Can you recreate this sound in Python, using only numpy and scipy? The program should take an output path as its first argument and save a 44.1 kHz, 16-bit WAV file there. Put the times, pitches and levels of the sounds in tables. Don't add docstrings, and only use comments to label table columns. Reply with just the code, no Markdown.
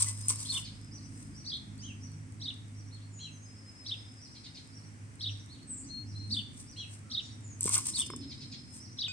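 import sys
import numpy as np
from scipy import signal
from scipy.fft import rfft, irfft
from scipy.io import wavfile

SR = 44100
rng = np.random.default_rng(int(sys.argv[2]) if len(sys.argv) > 2 else 0)


def transcribe(u):
    v = np.clip(np.atleast_2d(u).T, -1, 1)
    q = np.round(v * 32767).astype(np.int16)
    wavfile.write(sys.argv[1], SR, q)


N = 402191
TIME = np.arange(N) / SR


def from_db(db):
    return 10 ** (np.asarray(db) / 20)


def rms_one(x):
    return x / np.sqrt(np.mean(x ** 2) + 1e-20)


def add(track, s, sound):
    start = max(round(s * SR), 0)
    part = sound[..., :max(N - start, 0)]
    track[..., start:start + part.shape[-1]] += part


def drift(rate_hz, size=N):
    at = np.arange(size) * rate_hz / SR
    knots = int(at[-1]) + 2
    return np.interp(at, np.arange(knots), rng.standard_normal(knots))


def swells(rows):
    power = 0
    for s, rise_s, fall_s, level_db in rows:
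        away = np.maximum((s - TIME) / rise_s, (TIME - s) / fall_s).clip(0, 10)
        power = power + from_db(level_db - 20 * away) ** 2
    return np.sqrt(power)


def resonance(x, hz, width_hz):
    r = np.exp(-np.pi * width_hz / SR)
    zeros = np.array([1, 0, -1]) * (1 - r * r) / 2
    poles = [1, -2 * r * np.cos(2 * np.pi * hz / SR), r * r]
    return signal.lfilter(zeros, poles, x)


def per_bin(points):
    hz, value = np.transpose(points)
    return np.interp(np.log(np.fft.rfftfreq(N, 1 / SR) + 1), np.log(hz), value)


def colour(x, spectrum):
    return rms_one(irfft(rfft(x) * from_db(per_bin(spectrum)), N))


def crackle(per_s, spread_db):
    sizes = from_db(spread_db * np.minimum(rng.exponential(1, N), 4)) * rng.choice([-1, 1], N)
    return sizes * (rng.random(N) < per_s / SR)


def garden(x, lag_ms, near_db, near_t60, tail_db, tail_t60):
    t = np.arange(int(tail_t60 * SR)) / SR
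    near = from_db(near_db - 60 * t / near_t60) / np.sqrt(near_t60)
    tail = from_db(tail_db - 60 * t / tail_t60) / np.sqrt(tail_t60)
    density = np.hypot(near, tail) * np.sqrt(np.log(1e6) / SR) * (t > .002)
    paths = rng.standard_normal((2, len(t))) * density
    paths[[0, 1], [0, round(lag_ms * SR / 1000)]] = 1
    return signal.fftconvolve(x[None], paths, axes=1)


def note(shape, length_s, base_hz, rough, flutter_db=2.2, trill=0, trill_hz=115, trill_from=0,
         partials=((1, 0),)):
    t = np.arange(int(length_s * SR)) / SR
    share, ratio, level_db = np.transpose(shape)
    along = t / length_s
    turns = trill_hz * np.maximum(t - trill_from * length_s, 0)
    jitter = rough * drift(900.5, size=len(t))
    waver = jitter + trill * np.minimum(2 * turns, 1) * np.sin(2 * np.pi * turns)
    hz = base_hz * np.interp(along, share, ratio) * (1 + waver)
    phase = 2 * np.pi * np.cumsum(hz) / SR
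    tone = sum(from_db(db) * np.sin(k * phase) for k, db in partials)
    gain = from_db(np.interp(along, share, level_db) + flutter_db * drift(113, size=len(t)))
    return np.sqrt(2) * tone * gain * signal.windows.tukey(len(t), .1)


def calls(rows, shape, place, **voice):
    out = np.zeros((2, N))
    for s, length_s, base_hz, level_db in rows:
        call = from_db(level_db) * note(shape, length_s, base_hz, **voice)
        add(out, s, garden(call, *place))
    return out


# (frequency [Hz], correlation [-1..1])
LIKENESS = [(60, 0.73), (290, 0.84), (640, 0.0061), (1400, -0.43), (3000, 0.2), (12000, 0.013)]


def diffuse(spectrum):
    mid, side = rfft(rng.standard_normal((2, N)))
    alike = np.clip(per_bin(LIKENESS), -1, 1)
    stereo = np.sqrt(1 + alike) * mid + np.sqrt(1 - alike) * side * [[1], [-1]]
    return colour(irfft(stereo, N), spectrum)


# (time [s], level before the shared gain [dB])
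HUM_LEVEL = [(0.0, -39), (0.28, -42), (1.65, -60.5), (1.7, -47.5), (3.12, -45.5), (3.81, -58.5),
             (3.91, -45.5), (4.32, -70), (5.05, -42.5), (5.13, -61.5), (5.31, -39), (5.41, -49),
             (5.92, -68), (6.07, -42), (6.4, -41.5), (6.45, -64), (6.93, -45), (7.19, -61), (7.34, -47.5),
             (7.8, -46), (7.9, -78), (8.63, -61.5), (9.12, -53)]
# (time [s], level before the shared gain [dB])
RUMBLE_LEVEL = [(0.0, -56.5), (1.88, -53.5), (3.45, -59), (5.13, -56.5), (6.37, -51.5), (6.86, -56),
                (8.15, -51), (9.12, -56)]
# (multiple of engine rate [1], starting level against RUMBLE_LEVEL [dB])
ENGINE_ORDERS = [(1, -7.5), (3, -3), (4, -5.5), (5, -8.5)]
# (frequency [Hz], density [dB per Hz])
RUMBLE = [(15, -83), (25, -44), (49, -26), (81, -2.5), (108, 1), (177, -9.5), (256, -5), (321, -12),
          (392, -25.5), (600, -39), (780, -72)]
# (frequency [Hz], density [dB per Hz])
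AIR = [(240, -14), (400, -1.5), (610, -5), (2190, -5), (3790, -17), (5730, -9), (6890, -12.5), (8400, -6.5),
       (10400, -19.5), (11100, -24), (11800, -44), (15500, -34)]
ENGINE_HZ, ENGINE_WANDER_SHARE, ENGINE_RIGHT_LAG_S = 51.9, 0.00806, .0003
HUM_GAIN_DB, HUM_FLICKER_DB = -1, 1.5
ORDER_FADE_DB_PER_S, ORDER_FLICKER_DB = 1.44, 4
RUMBLE_GAIN_DB, AIR_DB, AIR_FLICKER_DB = 3, -60.5, .5


def background():
    hum_db = np.interp(TIME, *np.transpose(HUM_LEVEL))
    rumble_db = np.interp(TIME, *np.transpose(RUMBLE_LEVEL))
    turns = np.cumsum(ENGINE_HZ * (1 + ENGINE_WANDER_SHARE * drift(5))) / SR
    phase = 2 * np.pi * (turns - ENGINE_HZ * np.array([[0], [ENGINE_RIGHT_LAG_S]]))
    orders = [(2, hum_db + HUM_GAIN_DB + HUM_FLICKER_DB * drift(9))]
    for k, db in ENGINE_ORDERS:
        orders.append((k, rumble_db + db - ORDER_FADE_DB_PER_S * TIME + ORDER_FLICKER_DB * drift(6)))
    hum = np.sqrt(2) * sum(from_db(db) * np.sin(k * phase + rng.uniform(0, 2 * np.pi)) for k, db in orders)
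    rumble = from_db(rumble_db + RUMBLE_GAIN_DB) * diffuse(RUMBLE)
    air = from_db(AIR_DB + AIR_FLICKER_DB * drift(2.45)) * diffuse(AIR)
    return hum * from_db([[-.9], [.9]]) + rumble + air


# (time of peak [s], length [s], level [dB])
STIRS = [(.01, 0.21, -32.5), (0.088, 0.14, -39.5), (0.224, .5, -52), (0.304, 0.086, -34.5),
         (0.424, 0.41, -44), (0.508, .09, -46), (0.542, 0.12, -41), (0.579, 0.091, -40), (1.203, 0.36, -58),
         (6.357, 0.18, -55), (6.601, 0.18, -53), (6.928, 0.13, -53.5), (7.626, .05, -52),
         (7.676, 0.12, -38), (7.745, 0.15, -28.5), (7.864, 0.061, -35.5), (7.887, 0.11, -38),
         (7.987, 0.15, -37.5), (8.068, 0.025, -40), (8.759, 0.18, -53)]
# (time [s], direct peak level [dB])
SNAPS = [(0.0217, -10), (.0635, -31), (.083, -32), (0.284, -12.5), (0.293, -16.5), (.309, -19),
         (7.608, -18), (7.63, -18.5), (7.641, -18), (7.657, -16), (7.692, -17), (7.779, -17), (7.868, -20),
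         (7.892, -23), (7.959, -26), (7.99, -18), (7.997, -19.5), (8.005, -21), (8.103, -37), (8.162, -33)]
# (frequency [Hz], density [dB per Hz])
GRAINS = [(410, -69.5), (700, -33), (993, -11), (1240, -20.5), (1580, -26.5), (2430, -16.5), (3730, -14.5),
          (6180, -4.5), (7030, -7), (8430, 5.5), (10100, -10.5), (12300, -29), (15500, -28)]
# (right lag [ms], early echoes [dB], early t60 [s], tail [dB], tail t60 [s])
AT_HAND = (.09, -10, .03, -20, .3)
STIR_RISE_SHARE = .46
SHAKE_DB, SHAKE_RISE_S, SHAKE_FALL_S = -24.5, 0.0027, 0.056
CREASES_PER_S, CREASE_DB = 130, -5
PATTER_PER_S, PATTER_DB = 120, -73
CLUMP_DB, SCATTER_DB = 2.5, 1
SNAP_SPREAD_SHARE, SNAP_T60_S = .025, .012


def grains():
    strokes = [(s, STIR_RISE_SHARE * length, (1 - STIR_RISE_SHARE) * length, db) for s, length, db in STIRS]
    shakes = [(s + SHAKE_RISE_S, SHAKE_RISE_S, SHAKE_FALL_S, db + SHAKE_DB) for s, db in SNAPS]
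    stir = swells(strokes + shakes) * from_db(CLUMP_DB * drift(220))
    direct = stir * colour(crackle(per_s=4500, spread_db=3.6), GRAINS)
    direct += stir * from_db(CREASE_DB) * colour(crackle(CREASES_PER_S, spread_db=0.5), GRAINS)
    direct += from_db(PATTER_DB) * colour(crackle(PATTER_PER_S, spread_db=7.0), GRAINS)
    t = np.arange(SR // 50) / SR
    for s, peak_db in SNAPS:
        crack = rng.standard_normal(len(t)) * from_db(-60 * t / SNAP_T60_S)
        detune = 1 + SNAP_SPREAD_SHARE * rng.uniform(-1, 1)
        narrow = resonance(crack, hz=8450 * detune, width_hz=410)
        snap = resonance(narrow, hz=7540, width_hz=2900)
        add(direct, s, from_db(peak_db) * snap / np.abs(snap).max())
    scattered = stir * colour(rng.standard_normal((2, N)), GRAINS)
    both = garden(direct, *AT_HAND)[:, :N] + from_db(SCATTER_DB) * scattered
    return both * from_db([[.6], [-.6]])


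# (time [s], level [dB], contact softness [s])
BUMPS = [(0.305, -40.5, 0.00023), (7.656, -19, 0.0018), (7.678, -36, 0.00013), (7.698, -40, 0.00025),
         (8.102, -35.5, 0.00013), (8.136, -38, 0.00052)]
# (time of peak [s], rise [s], fall [s], level [dB])
SCRAPES = [(.03, 0.08, 0.14, -52.5), (.31, 0.09, 0.16, -52.5), (.57, 0.069, 0.06, -50.5),
           (7.69, 0.048, 0.12, -48.5), (7.77, 0.031, 0.052, -39.5)]
# (frequency [Hz], level [dB], t60 [s])
PACKET_MODES = [(182, -10.5, 0.04), (333, -5.5, 0.018), (410, -12, 0.025), (1018, -13, 0.053),
                (1086, 3.5, 0.021), (1210, -22, 0.075), (2153, -7.5, 0.032)]


def packet():
    out = np.zeros(N)
    t = np.arange(SR // 8) / SR
    for s, level_db, soft_s in BUMPS:
        ring = np.zeros(len(t))
        for hz, db, t60 in PACKET_MODES:
            ring += from_db(db + rng.normal(0, 1.5) - 60 * t / t60) * np.cos(2 * np.pi * hz * t)
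        push = np.hanning(int(soft_s * SR) + 3)
        add(out, s, from_db(level_db) * np.convolve(ring, push / push.sum()))
    friction = np.diff(crackle(per_s=900, spread_db=3), prepend=0)
    hollow = np.zeros(N)
    for k, (hz, db, t60) in enumerate(PACKET_MODES):
        width_hz = np.log(1000) / (np.pi * t60)
        hollow += (-1) ** k * from_db(db) * resonance(friction, hz, width_hz)
    out += swells(SCRAPES) * rms_one(hollow)
    return garden(out, *AT_HAND)[:, :N]


# (start [s], end [s], time of peak [s], pitch at peak [Hz], peak level [dB], fade [dB per s])
PIPING = [(0.018, 1.38, .25, 5130, -57, 14), (3.452, 4.68, 3.75, 5143, -56.5, 13),
          (7.776, 8.97, 7.98, 5210, -52.5, 12)]
# (share of length [0..1], pitch / base pitch [1], level [dB])
LEVEL = [(0, .94, -11), (.12, .99, -2), (.6, 1, 0), (.8, 1, -2), (1, .99, -10)]
# (right lag [ms], early echoes [dB], early t60 [s], tail [dB], tail t60 [s])
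HEDGE = (0, 0.5, 0.33, -17, 0.5)
PIPE_EVERY_S, PIPE_S = .099, .085
PIPE_RISE_DB_PER_S, PIPE_SAG_HZ_PER_S = 23, 44.4


def piping():
    out = np.zeros((2, N))
    for start, end, peak_s, pitch_hz, level_db, fade_db_per_s in PIPING:
        notes = []
        for s in np.arange(start, end, PIPE_EVERY_S):
            drop_db = max(PIPE_RISE_DB_PER_S * (peak_s - s), fade_db_per_s * (s - peak_s))
            notes.append((s, PIPE_S, pitch_hz - PIPE_SAG_HZ_PER_S * (s - peak_s), level_db - drop_db))
        out += calls(notes, LEVEL, HEDGE, rough=.012, flutter_db=2.5)
    return out


# (frequency [Hz], level [dB], t60 [s])
CLINK_MODES = [(1496, -58, 0.63), (2500, -38.5, 0.39), (4750, -42, 0.33), (5800, -46, 0.13),
               (7500, -44, .15)]
CLINK_S = 9.082
RING_S, RING_HZ, RING_DB, RING_T60_S = .066, 2013, -45.5, 0.27


def clink():
    out = np.zeros(N)
    t = np.arange(SR // 2) / SR
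    add(out, RING_S, from_db(RING_DB - 60 * t / RING_T60_S) * np.sin(2 * np.pi * RING_HZ * t))
    modes = sum(from_db(db - 60 * t / t60) * np.sin(2 * np.pi * hz * t) for hz, db, t60 in CLINK_MODES)
    add(out, CLINK_S, modes)
    return garden(out, *AT_HAND)[:, :N]


# (time [s], length [s], pitch [Hz], level [dB])
WHISTLES = [(.232, 0.024, 5100, -51), (5.885, 0.16, 4280, -47), (6.143, 0.16, 4200, -48)]
# (time [s], length [s], base pitch [Hz], level [dB])
UPSWEEPS = [(.448, 0.029, 4340, -45.5), (1.78, 0.09, 6350, -53.5), (5.83, 0.079, 6340, -57.5)]
# (time [s], base pitch [Hz], level [dB])
SEEPS = [(3.105, 7180, -58), (3.145, 6940, -53), (3.295, 6490, -58.5), (3.39, 6600, -58),
         (5.668, 8250, -39.5), (7.2, 7220, -58.5), (7.41, 7260, -57), (7.465, 6920, -54)]
# (time [s], length [s], pitch [Hz], level [dB])
BUZZES = [(5.745, 0.087, 8000, -49.5)]
# (time [s], length [s], base pitch [Hz], level [dB])
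FAR_CALLS = [(7.02, 0.145, 1332, -67.5)]
# (share of length [0..1], pitch / base pitch [1], level [dB])
SLIDE = [(0, .99, -20), (.3, 1, -9), (.42, .985, 0), (.7, .95, -3), (1, .91, -10)]
RISE = [(0, .65, -9), (.25, .77, -4), (.48, .98, -3), (.65, 1, -1), (.9, .96, 1), (1, .94, -6)]
DROOP = [(0, .86, -14), (.15, .98, -3), (.35, 1, 0), (.8, .94, 0), (1, .9, -10)]
# (right lag [ms], early echoes [dB], early t60 [s], tail [dB], tail t60 [s])
OPEN_BRANCH = (0, -3, .08, -12, .42)
DEEP_FOLIAGE = (.1, -1, .18, -1, .5)
SEEP_S = .088


def hedge_birds():
    out = calls(WHISTLES, LEVEL, OPEN_BRANCH, rough=.008)
    out += calls(UPSWEEPS, RISE, DEEP_FOLIAGE, rough=.025)
    out += calls([(s, SEEP_S, hz, db) for s, hz, db in SEEPS], SLIDE, HEDGE, rough=.013)
    out += calls(BUZZES, LEVEL, HEDGE, rough=.045, trill=.08)
    out += calls(FAR_CALLS, DROOP, DEEP_FOLIAGE, rough=.05)
    return out


# (time [s], base pitch [Hz], level before the shared gain [dB])
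CHIPS = [(0.354, 4790, -56), (.91, 5940, -53), (1.34, 5890, -55.5), (2.002, 5930, -58),
         (2.743, 6000, -60.5), (2.9, 4410, -60.5), (4.19, 5770, -55), (4.721, 5820, -58.5),
         (5.265, 5870, -55), (5.485, 4400, -56.5), (6.053, 5850, -56.5), (6.662, 5930, -55.5),
         (7.195, 5870, -54.5), (8.789, 5940, -54.5)]
# (time [s], base pitch [Hz], level [dB])
SCOLDS = [(.643, 4900, -50.5), (4.341, 4880, -57), (4.436, 4730, -52.5), (4.544, 4990, -52.5),
          (8.205, 4700, -57), (8.294, 5000, -49.5), (8.402, 4990, -54), (8.512, 4920, -49)]
# (pitch ratio [1], level [dB])
SCOLD_VOICES = [(.55, -15), (.79, -10), (1, 0), (1.17, -10), (1.42, -12)]
# (share of length [0..1], pitch / base pitch [1], level [dB])
PEAK = [(0, .78, -10), (.25, .94, -4), (.5, 1, 0), (.68, .95, -2), (.82, .8, -6), (1, .68, -11)]
TUMBLE = [(0, 1.04, -8), (.25, .95, -1), (.6, .83, 1), (1, .8, -7)]
# (right lag [ms], early echoes [dB], early t60 [s], tail [dB], tail t60 [s])
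IN_THICKET = (.05, .5, .18, 0, .5)
CHIP_S, CHIP_GAIN_DB, SCOLD_S = 0.082, -1, 0.046
ANSWER_DELAY_S, ANSWER_S, ANSWER_DB = 0.1, 0.051, -5


def hidden_birds():
    first = [(s, CHIP_S, hz, db) for s, hz, db in CHIPS]
    second = [(s + ANSWER_DELAY_S, ANSWER_S, hz, db + ANSWER_DB) for s, hz, db in CHIPS]
    chips = calls(first, PEAK, IN_THICKET, rough=.022) + calls(second, RISE, IN_THICKET, rough=.025)
    scold_rows = [(s, SCOLD_S, hz, db) for s, hz, db in SCOLDS]
    scolds = calls(scold_rows, TUMBLE, IN_THICKET, rough=.07, partials=SCOLD_VOICES)
    return from_db(CHIP_GAIN_DB) * chips + scolds


# (time [s], first syllable length [s], its base pitch [Hz], second syllable length [s],
# its base pitch [Hz], level before the shared gain [dB], form [name])
CHIRPS = [(0.483, 0.056, 4450, 0.055, 3620, -37.5, "rippled"),
          (1.455, 0.058, 5030, 0.066, 3918, -40, "trilled"), (2.412, 0.06, 4670, .037, 4010, -41, "plain"),
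          (3.859, 0.049, 4740, 0.037, 3790, -39, "plain"),
          (5.205, 0.049, 4620, 0.042, 3950, -37.5, "plain"),
          (6.304, 0.056, 4606, 0.054, 3640, -37, "rippled"), (7.111, .052, 4690, .04, 3980, -37.5, "plain"),
          (7.933, 0.053, 4590, 0.061, 3610, -39.5, "rippled"),
          (8.984, 0.046, 4690, 0.04, 3940, -36.5, "plain")]
# (share of length [0..1], pitch / base pitch [1], level [dB])
ARCH = [(0, .62, -17), (.12, .79, -3), (.22, .85, -2), (.32, .92, -11), (.5, .99, -4), (.63, .98, -3),
        (.71, .88, -3), (.77, .8, 5), (.83, .8, -1), (.9, .82, -4), (1, .58, -9)]
HOOK = [(0, .74, -7), (.15, .88, 2), (.42, .96, 4), (.55, 1, -6), (.72, .88, 0), (.86, .77, -6),
        (1, .66, -5)]
ROUND = [(0, .76, -12), (.15, .93, -2), (.5, 1, 4), (.6, .94, -1), (.7, .82, 0), (.8, .79, 1),
         (.88, .82, -6), (1, .64, -16)]
RIPPLE = [(0, .78, -9), (.15, .96, 1), (.42, 1, 3.5), (.52, .85, 0), (.6, .79, -1), (.7, .88, -4),
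          (1, .88, -12)]
CLIMB = [(0, .67, -22), (.2, .86, -4), (.5, .92, -4), (.7, 1, 0), (.77, .92, -1), (.83, .75, 2),
         (.89, 1.02, -3), (1, .62, -5)]
TRILL = [(0, .86, 0), (.2, .88, 2), (.35, .98, 2), (.6, 1, -1), (.85, .95, -5), (1, .93, -13)]
FORMS = {"plain": (ARCH, HOOK, .02, 0),
         "rippled": (ROUND, RIPPLE, .13, .6),
         "trilled": (CLIMB, TRILL, .12, .2)}
# (delay [s], level [dB])
WALL_ECHOES = [(.0078, -11), (.0145, -12)]
# (right lag [ms], early echoes [dB], early t60 [s], tail [dB], tail t60 [s])
CLOSE_PERCH = (.3, -4.5, .05, -7.5, .5)
FROM_WALL = (0, -2, .08, -10, .45)
SYLLABLE_GAP_S, SPARROW_ROUGH_SHARE, SPARROW_GAIN_DB = 0.0024, .013, 0.6
UPPER_RATIO, UPPER_LEAD_S, UPPER_S, UPPER_DB = 1.21, 0.013, 0.027, -10.5


def sparrow():
    out = np.zeros((2, N))
    for s, first_s, first_hz, second_s, second_hz, level_db, form in CHIRPS:
        opening, ending, trill, trill_from = FORMS[form]
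        first = note(opening, first_s, first_hz, SPARROW_ROUGH_SHARE, flutter_db=2, trill=.025, trill_hz=165)
        second = note(ending, second_s, second_hz, SPARROW_ROUGH_SHARE, flutter_db=1.5,
                      trill=trill, trill_from=trill_from)
        upper = note(RISE, UPPER_S, UPPER_RATIO * first_hz, rough=0.05)
        gap = np.zeros(int(SYLLABLE_GAP_S * SR))
        chirp = from_db(level_db + SPARROW_GAIN_DB) * np.concatenate([first, gap, second])
        add(out, s, garden(chirp, *CLOSE_PERCH))
        for delay_s, echo_db in WALL_ECHOES:
            add(out, s + delay_s, garden(from_db(echo_db) * chirp, *FROM_WALL))
        add(out, s - UPPER_LEAD_S, garden(from_db(level_db + UPPER_DB) * upper, *DEEP_FOLIAGE))
    return out


# (time of peak [s], rise [s], fall [s], pitch [Hz], level [dB])
DRONES = [(1.25, .9, 0.29, 273, -53), (2.0, 0.94, 3.3, 254.6, -57.5), (5.85, 0.51, 0.72, 254, -53.5),
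          (6.33, .12, .15, 208, -44), (8.14, 0.095, .1, 363, -48), (8.21, 0.24, 0.33, 263, -47)]
DRONE_WIDTH_HZ = 50


def drones():
    out = np.zeros(N)
    for s, rise_s, fall_s, hz, db in DRONES:
        once = resonance(rng.standard_normal(N), hz, DRONE_WIDTH_HZ)
        band = resonance(once, hz, DRONE_WIDTH_HZ)
        out += swells([(s, rise_s, fall_s, db)]) * rms_one(band)
    return out


# (time [s], length [s], base pitch [Hz], level [dB], upper voice against lower [dB])
CHEEPS = [(1.818, 0.11, 3250, -53.5, -14), (3.187, 0.11, 3363, -53, 2.5), (6.759, 0.094, 3374, -48.5, -2)]
# (share of length [0..1], pitch / base pitch [1], level [dB])
SLUR = [(0, .78, -12), (.16, .95, -4), (.32, 1, 0), (.55, .96, 0), (.78, .84, -2), (1, .75, -7)]
CHEEP_UPPER_RATIO, CHEEP_UPPER_SHARE = 1.255, .76


def cheeps():
    lower, upper = [], []
    for s, length_s, hz, db, upper_db in CHEEPS:
        lower.append((s, length_s, hz, db))
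        upper.append((s, CHEEP_UPPER_SHARE * length_s, CHEEP_UPPER_RATIO * hz, db + upper_db))
    strands = [(1, 0), (1.43, -14), (1.79, -19)]    # (pitch ratio, dB)
    return calls(lower, SLUR, HEDGE, rough=.026) + calls(upper, DROOP, HEDGE, rough=.02, partials=strands)


def scene():
    hand = grains() + packet() + clink()
    birds = piping() + hedge_birds() + hidden_birds() + sparrow() + cheeps()
    return background() + hand + birds + drones()


CUTOFF_HZ = 15900


def record(dry):
    return signal.sosfilt(signal.ellip(10, .1, 80, CUTOFF_HZ, fs=SR, output="sos"), dry)


dry = scene()
out = record(dry)
transcribe(out)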